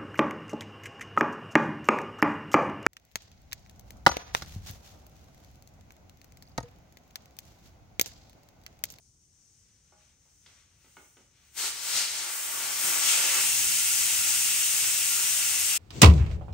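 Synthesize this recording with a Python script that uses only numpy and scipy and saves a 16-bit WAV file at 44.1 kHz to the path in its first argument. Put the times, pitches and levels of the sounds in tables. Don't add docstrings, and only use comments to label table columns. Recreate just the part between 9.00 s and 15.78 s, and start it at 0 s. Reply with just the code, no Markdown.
import sys
import numpy as np
from scipy import signal
from scipy.fft import rfft, irfft
from scipy.io import wavfile
from scipy.ndimage import uniform_filter1d

SR = 44100
rng = np.random.default_rng(int(sys.argv[2]) if len(sys.argv) > 2 else 0)


def volts_from_decibels(level):
    exponent = np.asarray(level, float) / 20
    return 10 ** exponent


def generate_wav(signal):
    frames = np.transpose(np.atleast_2d(signal))
    scaled = np.clip(frames, -1, 1) * 32767
    pcm = np.round(scaled).astype(np.int16)
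    wavfile.write(sys.argv[1], SR, pcm)


N = 298998
HZ = np.fft.rfftfreq(N, 1 / SR)
TIME_S = np.arange(N) / SR
CORE_OUT_S, CORE_SLIP_S = 4.05, 0.028


def jet():
    # hz, level_db
    jet_colour = [(150, -39), (350, -22.5), (600, -23), (1000, -18), (1500, -15), (2100, -9.5),
                  (3200, -7.5), (4200, -10), (5500, -3.5), (6800, -0.5), (8600, 2.5), (11100, 4),
                  (12600, -9.5), (15000, -0.5)]
    # hz, width_hz, level_db
    rim = [(460, 37, -47), (848, 52, -10), (1415, 90, -6), (1870, 76, -36), (6740, 78, 2), (7610, 23, 3),
           (7600, 60, -12), (9700, 750, -3.5)]
    flow_db, cover, hand = controls()
    base = volts_from_decibels(along(jet_colour))
    rings = sum(volts_from_decibels(db) / (1 + (2 * (HZ - hz) / width_hz) ** 2) for hz, width_hz, db in rim) / base
    treble_dip = 1 - 0.35 / (1 + ((HZ - 10100) / 450) ** 2)
    colour = base * (1 + 0.25 * rings) * treble_dip
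    low, whistle, middle = band(260, 1500), band(1500, 5100), band(5100, 9000)
    upper, top = band(7000, 40000), band(9000, 40000)

    out = noise(colour * middle * np.sqrt(1 - upper ** 2)) * volts_from_decibels(1.2 * cover + 0.62 * walk(9.8))
    seated = 1 - after(CORE_OUT_S, CORE_SLIP_S)
    out += noise(colour * middle * upper) * volts_from_decibels(-4 * cover * seated + 0.64 * walk(11))
    out += noise(colour * whistle) * volts_from_decibels(3.0 + 1.9 * hand + 4.35 * cover + 0.8 * walk(15))
    out += noise(colour * low) * volts_from_decibels(0.3 + 14 * hand - 3 * cover - 9 * pop() + 2.0 * walk(11))
    out += noise(colour * top) * volts_from_decibels(-5.0 + 6.8 * hand - 15 * cover + 0.47 * walk(13))
    out /= np.sqrt(np.mean((colour * band(4880, 9740)) ** 2))
    return (out + valve(cover, hand)) * volts_from_decibels(flow_db)


def valve(cover, hand):
    out = after(CORE_OUT_S, CORE_SLIP_S)
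    core = sung(4580, 2550, -30 + 16 * hand + 14 * cover - 11 * out, flutter_db=3.5, rate_hz=15.0)
    stem = sung(2730, 430, -24 + 7 * cover + 10.5 * out, flutter_db=2.4, rate_hz=8)
    surge = pop() * sung(2800, 1500, -3, flutter_db=1.5, rate_hz=30)
    room = sung(218, 260, -35 + 8 * hand - 22 * cover + lull_db(), flutter_db=1.5, rate_hz=4.6)
    return core + stem + surge + room


def sung(hz, width_hz, level_db, flutter_db, rate_hz):
    air = unit(noise(1 / (1 + (2 * (HZ - hz) / width_hz) ** 2)))
    return air * volts_from_decibels(level_db + flutter_db * walk(rate_hz))


def pop():
    fade_s = 0.08
    return after(CORE_OUT_S, CORE_SLIP_S) * np.exp(-np.maximum(TIME_S - CORE_OUT_S, 0) / fade_s)


def controls():
    # start_s, flow_db, cover (tool over the mouth, 0-1)
    flow = [(2.52, -74, 0.1), (2.58, -35.5, 0.44), (2.67, -34.5, 0.75), (2.71, -44, 0.65),
            (2.8, -42.5, 0.64), (2.85, -37, .4), (2.97, -31, 0.78), (3.07, -38.5, 1.0), (3.2, -38, 0.72),
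            (3.35, -38.5, 0.03), (3.759, -35, 0.23), (3.86, -30.5, 0), (4.0, -30.5, 0.32),
            (4.08, -26.5, 0.78), (4.2, -29, 0.53), (4.29, -29, 0.54), (4.45, -26.5, 0.03),
            (6.78, -27.5, 0.09)]
    hand_off_s, hand_slip_s = 4.41, 0.046
    s, level_db, cover = np.transpose(flow)
    flow_db = np.interp(TIME_S, s, level_db, left=-120)
    return flow_db, np.interp(TIME_S, s, np.clip(cover, 0, 1)), 1 - after(hand_off_s, hand_slip_s)


def lull_db():
    return -22 * np.exp(-((TIME_S - 3.38) / 0.075) ** 2)


def fumble():
    # hz, level_db
    leak_colour = [(4000, -17.5), (5000, -9), (6000, 1.5), (6700, -3.5), (7600, -6.5), (9500, -7.5),
                   (11000, -14.5), (12700, -27), (15000, -17)]
    colour = volts_from_decibels(along(leak_colour))
    leak_db = swells(-74, column=2) + 3.0 + 1.0 * walk(8.1)
    top_db = swells(-92, column=4) + 8.0 + 1.0 * walk(12)
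    cloth_db = swells(-85, column=3) - 1.5 + 2.9 * walk(25.03)
    low_db = swells(-81.5, column=3, lift_db=-10.5) - 4.0 + 1.4 * walk(12.0)
    out = unit(noise(colour * band(3000, 9800))) * volts_from_decibels(leak_db)
    out += unit(noise(colour * band(13000, 40000))) * volts_from_decibels(top_db)
    out += unit(noise(band(1660, 3600))) * volts_from_decibels(cloth_db)
    return out + unit(noise(band(340, 1070))) * volts_from_decibels(low_db)


def swells(rest_db, column, lift_db=0):
    # middle_s, length_s, leak_db, rustle_db, top_air_db
    moves = [(0.0, 0.22, -67.5, -93, -96), (.23, 0.065, -72, -95, -92), (.52, 0.36, -68, -78, -87),
             (0.86, 0.44, -72.5, -73.5, -100), (1.05, 0.13, -73, -67.5, -86), (1.244, .12, -79, -74, -90),
             (1.367, 0.26, -69, -81, -79), (1.537, 0.17, -67, -66, -98), (1.7, .12, -85, -71.5, -98),
             (1.843, 0.15, -75, -67.5, -77), (2.014, 0.23, -81, -71, -69), (2.203, 0.13, -72, -70, -84),
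             (2.401, 0.16, -78, -66.5, -84), (2.51, 0.14, -75, -66, -71)]
    t = TIME_S[::64]
    power = volts_from_decibels(2 * rest_db)
    for move in moves:
        middle_s, length_s = move[:2]
        power = power + volts_from_decibels(2 * (move[column] + lift_db)) * np.exp(-(2 * (t - middle_s) / length_s) ** 2)
    return np.interp(TIME_S, t, 10 * np.log10(power))


def ticks():
    # start_s, peak_db, pitch_hz, crack_share, thud_db (tyre)
    touches = [
        (.822, -78, 460, 1.1, -9),
        (0.921, -52, 820, 0.33, -26),
        (1.253, -65, 700, 1.3, -22),
        (1.461, -46, 1800, 2.4, -28),
        (1.845, -55, 1500, 1.6, -15.5),
        (1.968, -41, 1600, 0.33, -18.5),
        (2.168, -53.5, 1600, 0.73, -8.5),
    ]
    # hz, level_db, t60_s
    wheel = [(427, -9, 0.067), (623, 0, 0.24), (824, 2.5, 0.26), (1130, -28, .1), (1240, -9, .1),
             (1460, 1.5, 0.24), (2170, 0.5, .14), (2950, -4, 0.049), (3380, -12, .06), (4250, -1, 0.041)]
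    out, t = np.zeros(N), TIME_S[:SR // 2]
    thud_band = signal.butter(2, [150, 480], "band", fs=SR, output="sos")
    for s, peak_db, pitch_hz, share, thud_db in touches:
        chance = rng.standard_normal((len(wheel), 2))
        crack = rng.standard_normal(len(t)) * (2.7 * np.exp(-t / 0.0042) + 0.8 * np.exp(-t / 0.06))
        octaves = np.clip(0.8 + 0.3 * share, 0.3, 2.5)
        edges_hz = pitch_hz * 2 ** (octaves * np.array([-1.4, 1]))
        crack_band = signal.butter(3, edges_hz, "band", fs=SR, output="sos")
        ring = share * signal.sosfilt(crack_band, crack)
        grip = 1 + 3 * (pitch_hz / 1700) ** 2 * np.exp(-t / 0.006)
        for (hz, mode_db, t60_s), (phase, scatter) in zip(wheel, chance):
            near_db = mode_db + 0.74 * scatter - 9 * abs(np.log2(hz / pitch_hz))
            decay = np.exp(-np.log(1000) * t / t60_s)
            ring += 0.19 * grip * volts_from_decibels(near_db) * np.sin(2 * np.pi * hz * t + phase) * decay
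        thud = unit(signal.sosfilt(thud_band, rng.standard_normal(len(t))))
        ring = ring / abs(ring).max() + volts_from_decibels(thud_db) * thud * np.exp(-t / 0.032)
        rise = 1 - np.exp(-t / 0.00079 * (pitch_hz / 1600) ** 2)
        start = int(s * SR)
        out[start:start + len(t)] += ring * rise * volts_from_decibels(peak_db + 4.0)
    return out


def rumble():
    # hz, level_db
    rumble_colour = [(15, -52), (25, -43), (41, -9.5), (70, -1), (136, -7.5), (227, -16), (257, -19),
                     (288, -17.5), (314, -19), (500, -26), (650, -53), (1100, -120)]
    building_db, shake_db = -69.5, -31.5
    flow_db, cover, hand = controls()
    size = np.hypot(volts_from_decibels(building_db), volts_from_decibels(flow_db + shake_db - 1.1 * hand - 5.2 * cover))
    return unit(noise(volts_from_decibels(along(rumble_colour)))) * size * volts_from_decibels(lull_db() + 0.91 * walk(5.47))


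def garage():
    t = TIME_S[:SR]
    t60_s, treble_t60_s = 0.41, 0.75
    slow = rng.standard_normal(SR) * np.exp(-np.log(1000) * t / t60_s) * (1 - np.exp(-t / 0.0019))
    treble = signal.lfilter(*signal.butter(1, 3500, "high", fs=SR), slow)
    tail = slow - treble * (1 - np.exp(-np.log(1000) * t / treble_t60_s))
    return tail / np.sqrt(np.sum(tail ** 2))


def along(points, column=1):
    rows = np.array(points, float)
    return np.interp(np.log(HZ + 1), np.log(rows[:, 0]), rows[:, column])


def unit(x):
    return x / np.sqrt(np.mean(x ** 2))


def noise(gain):
    bins = rng.standard_normal(len(HZ)) + 1j * rng.standard_normal(len(HZ))
    return irfft(bins * gain * np.sqrt(N / 2), N)


def band(lo_hz, hi_hz):
    return np.sqrt(1 / (1 + (lo_hz / (HZ + 1)) ** 4) - 1 / (1 + (hi_hz / (HZ + 1)) ** 4))


def walk(rate_hz):
    k = int(SR / rate_hz)
    held = np.repeat(rng.standard_normal(N // k + 1), k)
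    return uniform_filter1d(uniform_filter1d(held, k), k)[:N]


def after(s, slip_s):
    return 0.5 + 0.5 * np.tanh((TIME_S - s) / slip_s)


def scene():
    # hz, likeness (0-1), right_lead_half_turns, left_minus_right_db
    ports = [(60, .96, 0, 1), (300, .86, .06, .8), (600, .7, .15, 1), (1000, .5, .25, 1.4),
             (2000, .64, -.03, .3), (3000, .48, -.3, 1.2), (4100, .48, -.2, 3.5), (5500, .18, -.45, 5),
             (6700, .4, -.2, 7), (7400, .28, -.3, 3.5), (7900, .5, -.15, 1.5), (8400, .82, 0, .6),
             (8800, .62, .1, 0), (9200, .2, .2, 0)]
    # hz, half_turns
    half_turns = [(9300, .5), (9800, .84), (10400, 1.1), (11150, 1.5), (11650, 1.9), (12550, 2.1),
                  (12900, 2.5), (13400, 2.93), (14100, 3.2), (14700, 3.5), (15100, 3.9)]
    garage_db = -4
    taps = ticks()
    direct = jet() + fumble() + taps
    echo = volts_from_decibels(garage_db) * signal.fftconvolve(direct, garage())[:N]
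    left = (direct + echo) / np.sqrt(1 + volts_from_decibels(2 * garage_db)) + rumble()
    other = signal.fftconvolve(jet() + fumble() + 1.12 * taps, garage())[:N] + 0.5 * taps + rumble()
    fade = np.minimum(1, (N - np.arange(N)) / 300)
    left, other = rfft(left * fade), rfft(other * fade)

    like = np.clip(along(ports), 0, 1) * np.exp(1j * np.pi * along(ports, column=2))
    like = np.where(HZ < half_turns[0][0], like, np.cos(np.pi * along(half_turns)))
    right = like * left + np.sqrt(1 - abs(like) ** 2) * other
    tilt = volts_from_decibels(along(ports, column=3) / 2)
    return np.array([irfft(left * tilt, N), irfft(right / tilt, N)])


def low_pass(x):
    return signal.sosfilt(signal.butter(12, 17100, fs=SR, output="sos"), x)


def record(dry):
    pair = np.array([dry[0] + dry[1], dry[0] - dry[1]]) / 2
    shape = dict(window="cosine", nperseg=2048, noverlap=1024)
    hz, _, parts = signal.stft(pair, SR, **shape)
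    power = abs(parts[:, :1024]) ** 2
    power = power.reshape(2, 64, 16, -1).mean(axis=2)
    power = np.repeat(power * volts_from_decibels(5.2 * rng.standard_normal(power.shape)), 16, axis=1)
    weak = (power < volts_from_decibels(-19) * power[::-1]) & (hz[:1024, None] > 9400)
    parts[:, :1024][weak] = 0
    parts[:, hz > 15740] = 0
    mid, side = signal.istft(parts, SR, **shape)[1][:, :N]
    return low_pass(np.array([mid + side, mid - side]))


dry = scene()
out = record(dry)
generate_wav(out)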